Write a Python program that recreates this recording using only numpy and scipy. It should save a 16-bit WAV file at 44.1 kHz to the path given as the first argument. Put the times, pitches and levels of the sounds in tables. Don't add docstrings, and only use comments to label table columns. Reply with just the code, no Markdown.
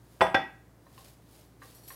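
import sys
import numpy as np
from scipy import signal
from scipy.fft import rfft, irfft, next_fast_len
from scipy.io import wavfile

SR = 44100
rng = np.random.default_rng(int(sys.argv[2]) if len(sys.argv) > 2 else 0)


def transcribe(u):
    v = np.clip(np.atleast_2d(u).T, -1, 1)
    q = np.round(v * 32767).astype(np.int16)
    wavfile.write(sys.argv[1], SR, q)


N = 85995
T = np.arange(N) / SR

# frequency in Hz, relative level in dB.
AIR_COLOUR = [(25, -50.5), (40, -27), (55, -14), (80, -15.5), (120, -7.5), (165, -11), (230, -17),
              (300, -12.5), (450, -19.5), (750, -23.5), (1950, -32.5), (2800, -39.5), (15500, -43.5)]
# frequency in Hz, level in dB.
HUM_PARTIALS = [(59, -62.5), (115, -63.5)]
# frequency in Hz, t60 in seconds.
ROOM_DECAY = [(100, .38), (500, 0.36), (2000, 0.4), (5000, .31), (14000, 0.29)]

# start in seconds, level in dB.
BATTER_TICKS = [(1.045, -61), (1.082, -63), (1.134, -61)]
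# frequency in Hz, relative level in dB.
TICK_COLOUR = [(1000, -8.5), (4500, -1.5), (9000, -3), (14000, -2), (16000, -2.5)]
# start in seconds, ring level in dB, tick level in dB.
CLINKS = [(1.746, -58, -74), (1.832, -60.5, -72), (1.8763, -50, -45.5), (1.917, -54, -56.5)]
# frequency in Hz, relative level in dB, t60 in seconds.
METAL_MODES = [(4370, -3.5, .25), (5720, -4.5, 0.38), (7700, -2, 0.16), (9250, -0.5, 0.29),
               (10190, -6.5, 0.35), (11380, 4, 0.27), (12130, -16, .25), (13150, 1, .2), (13790, -10, 0.27),
               (14300, -7, .2)]
# start in seconds, level in dB, pitch in Hz, gain of the bowl's ring in dB.
TAPS = [(.866, -57, 850, -43), (.977, -54.5, 3000, -38), (1.6181, -44.5, 1530, -33),
        (1.904, -49, 2000, -34.5)]
# frequency in Hz, relative level in dB, t60 in seconds.
TAP_MODES = [(488, -13, .15), (1075, 1, 0.11), (1170, -7.5, 0.17), (1816, -2, 0.06), (4000, -9.5, 0.055)]
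# peak time in seconds, level in dB, rise and fall in seconds per 20 dB.
STROKES = [(.14, -67, .35, 0.7), (.995, -59, 0.19, 0.25), (1.047, -55.5, .01, 0.05),
           (1.083, -59.5, 0.03, 0.1), (1.349, -60.5, 0.163, 0.22), (1.404, -66.5, 0.076, .17),
           (1.634, -58, 0.044, 0.53), (1.71, -67.5, 0.11, 1), (1.9, -59.5, .13, 1.2)]
# frequency in Hz, relative level in dB.
WIPE_COLOUR = [(200, -4.5), (600, 7), (1500, -3), (3500, 1), (6000, -2), (10000, -1), (14000, -3),
               (16000, -8.5)]

# frequency in Hz, level in dB, t60 in seconds.
UTENSIL_MODES = [(5968, -47, .18), (7896, -46.5, .14), (8080, -46, 0.16), (9420, -45, .12),
                 (9500, -42.5, .15), (10500, -51.5, .18), (11800, -53, .2), (12100, -63, .18),
                 (14590, -64.5, .18)]
# start in seconds, then bump, thud and clack levels in dB.
CONTACTS = [(0.199, -56.5, -48.5, -59), (0.2077, -25.5, -24.5, -19.5), (0.2129, -44, -29.5, -19),
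            (0.217, -37.5, -13, -38.5), (0.2414, -38.5, -25, -37.5), (.2655, -51, -42, -36),
            (0.3436, -28.5, -21, -21), (0.3469, -43, -30.5, -18.5), (0.364, -38.5, -32, -35.5)]
# frequency in Hz, relative level in dB.
BUMP_COLOUR = [(45, -34.5), (85, -6.5), (170, -0.5), (280, -5), (600, -27.5), (2000, -61.5)]
THUD_COLOUR = [(80, -40), (250, -15.5), (380, -4.5), (750, 3), (1050, -7.5), (1600, -24.5), (3000, -40),
               (8000, -69.5)]
CLACK_COLOUR = [(100, -18.5), (500, -4.5), (1100, -5), (1550, 1.5), (2200, -7), (2900, -6), (4100, -23),
                (5300, -19.5), (6600, -34.5), (11000, -38), (16000, -46.5)]
# start in seconds, gain of the ring in dB.
BLOWS = [(.2125, -0.5), (.3445, 0)]
# frequency in Hz, level in dB when set down, level in dB when knocked, t60 in seconds.
BOWL_MODES = [(177.2, -34.5, -43, 0.41), (391.2, -21.5, -34.5, 0.13), (519.2, -22, -36, 0.14),
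              (553.6, -27.5, -20, 0.1), (652.4, -18, -28.5, 0.21), (779, -27, -20.5, 0.26),
              (838, -22, -37.5, 0.097), (981, -26, -41.5, .2), (1033, -19.5, -31.5, 0.14),
              (1540, -42, -28, .2), (1585, -29.5, -17, 0.12), (1627, -36.5, -41, .5), (1917, -31, -28, .42),
              (1926, -35, -30, .42), (3470, -31.5, -28.5, 0.27), (5410, -46, -51, 0.25)]


def amp(db):
    return 10 ** (np.asarray(db) / 20)


def unit(x):
    return x / np.sqrt(np.mean(x ** 2) + 1e-20)


def along(points, hz):
    freqs, values = np.transpose(points)
    return np.interp(np.log(hz + 1), np.log(freqs + 1), values)


def filtered(x, response):
    size = next_fast_len(N + 8192)
    return irfft(rfft(x, size) * response(np.fft.rfftfreq(size, 1 / SR)), size)[:N]


def noise(colour):
    return unit(filtered(rng.standard_normal(N), lambda hz: amp(along(colour, hz))))


def band(centre_hz, width):
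    return unit(filtered(rng.standard_normal(N), lambda hz: 1 / (1 + ((hz / centre_hz - 1) / width) ** 2)))


def wobble(rate, t=T):
    knots = rng.standard_normal(N // 20)
    k, part = np.divmod(t * rate, 1)
    k = k.astype(int) % (len(knots) - 1)
    return knots[k] + (knots[k + 1] - knots[k]) * part * part * (3 - 2 * part)


def since(s, t60):
    start = int(np.ceil(s * SR))
    return start, T[start:start + int(2 * t60 * SR)] - s


def fade(t, t60, attack):
    return (1 - np.exp(-t / attack)) * np.exp(-np.log(1000) * t / t60)


def struck(s, t60, attack):
    out = np.zeros(N)
    start, t = since(s, t60)
    out[start:start + len(t)] = fade(t, t60, attack)
    return out


def bursts(colour, hits, t60, attack=0.00027):
    return noise(colour) * np.sqrt(sum((amp(db) * struck(s, t60, attack)) ** 2 for s, db in hits))


def ring(s, modes, attack, scatter_db, blur):
    out = np.zeros(N)
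    for hz, db, t60 in modes:
        start, t = since(s, t60)
        level = amp(db + scatter_db * rng.standard_normal()) * fade(t, t60, attack)
        out[start:start + len(t)] += level * np.sin(2 * np.pi * hz * t + blur * wobble(70, t))
    return out


def rattle(s, modes, attack, grain, rate):
    out = np.zeros(N)
    for hz, db, t60 in modes:
        start, t = since(s, t60)
        flutter = np.sqrt(1 - grain) + np.sqrt(grain / 2) * (wobble(rate, t) + 1j * wobble(rate, t))
        tone = np.imag(flutter * np.exp(2j * np.pi * hz * t))
        out[start:start + len(t)] += amp(db) * fade(t, t60, attack) * tone
    return out


def room_tone():
    hum = sum(amp(db) * np.sqrt(2) * np.sin(2 * np.pi * hz * T + 0.35 * wobble(8.9))
              for hz, db in HUM_PARTIALS)
    return hum + amp(-59.5) * noise(AIR_COLOUR)


def kitchen_reverb(send):
    hz, t, spectrum = signal.stft(rng.standard_normal(SR * 3 // 4), SR, nperseg=256)
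    decay = np.exp(-np.log(1000) * t / along(ROOM_DECAY, hz)[:, None])
    tail = signal.istft(spectrum * decay, SR, nperseg=256)[1]
    tail *= 1 - np.exp(-(T[:len(tail)] / 0.005) ** 2)
    return signal.fftconvolve(send, tail / np.linalg.norm(tail))[:N]


def batter_ticks():
    return bursts(TICK_COLOUR, BATTER_TICKS, t60=0.044, attack=0.0005)


def metal_clinks():
    return sum(amp(ring_db) * rattle(s, METAL_MODES, attack=0.00224, grain=0.96, rate=190)
               + amp(tick_db) * noise(TICK_COLOUR) * struck(s, t60=0.097, attack=0.00188)
               for s, ring_db, tick_db in CLINKS)


def spatula_taps():
    out = np.zeros(N)
    for s, db, hz, _ in TAPS:
        touch = band(hz, width=0.45) * struck(s, t60=0.047, attack=0.00027)
        tock = ring(s, TAP_MODES, attack=0.0016, scatter_db=3, blur=0.58)
        out += amp(db) * (touch + tock)
    return out


def spatula_wipes(pops_per_s=670):
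    swells = [amp(db - 20 * np.maximum((s - T) / rise, (T - s) / fall)) for s, db, rise, fall in STROKES]
    pressure = np.sqrt(sum(swell ** 2 for swell in swells))
    hiss = unit(noise(WIPE_COLOUR) * amp(2 * wobble(650)))
    pops = (rng.random(N) < pops_per_s / SR) * amp(1.5 * rng.standard_normal(N))
    grain = rng.standard_normal(SR // 500) * np.hanning(SR // 500)
    grains = signal.fftconvolve(pops, grain)[:N]
    crackle = unit(filtered(grains, lambda hz: amp(along(WIPE_COLOUR, hz))))
    return pressure * (hiss + amp(-4.5) * crackle)


def utensil_jingle():
    return rattle(0.216, UTENSIL_MODES, attack=0.0015, grain=0.55, rate=150)


def bowl_knocks():
    starts, bump_db, thud_db, clack_db = np.transpose(CONTACTS)
    return (bursts(BUMP_COLOUR, zip(starts, bump_db), t60=0.054)
            + bursts(THUD_COLOUR, zip(starts, thud_db), t60=0.054)
            + bursts(CLACK_COLOUR, zip(starts, clack_db), t60=0.051))


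def bowl_ring(rubber_cutoff_hz=1110):
    set_down = [(hz, db, t60) for hz, db, _, t60 in BOWL_MODES]
    knocked = [(hz, db, t60) for hz, _, db, t60 in BOWL_MODES]
    hard = sum(amp(db) * ring(s, modes, attack=0.0015, scatter_db=0.5, blur=0.27)
               for (s, db), modes in zip(BLOWS, (set_down, knocked)))
    soft = sum(amp(db) * ring(s, knocked, attack=0.0015, scatter_db=3.5, blur=0.3) for s, _, _, db in TAPS)
    settle = amp(-2.5 * np.clip((T - 0.48) / 0.028, 0, 1))
    return hard * settle + filtered(soft, lambda hz: 1 / (1 + 1j * hz / rubber_cutoff_hz) ** 2)


def scene():
    hits = bowl_knocks() + utensil_jingle() + spatula_taps() + metal_clinks() + batter_ticks()
    glass = bowl_ring()
    reverb = amp(-7) * kitchen_reverb(hits + amp(-8.5) * glass)
    return (hits + glass + reverb + spatula_wipes() + room_tone())[None]


def record(dry, low_cut_hz=57, top_hz=15850):
    low_cut = signal.butter(4, low_cut_hz, "highpass", fs=SR, output="sos")
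    return filtered(signal.sosfilt(low_cut, dry[0]), lambda hz: hz < top_hz)[None]


dry = scene()
out = record(dry)
transcribe(out)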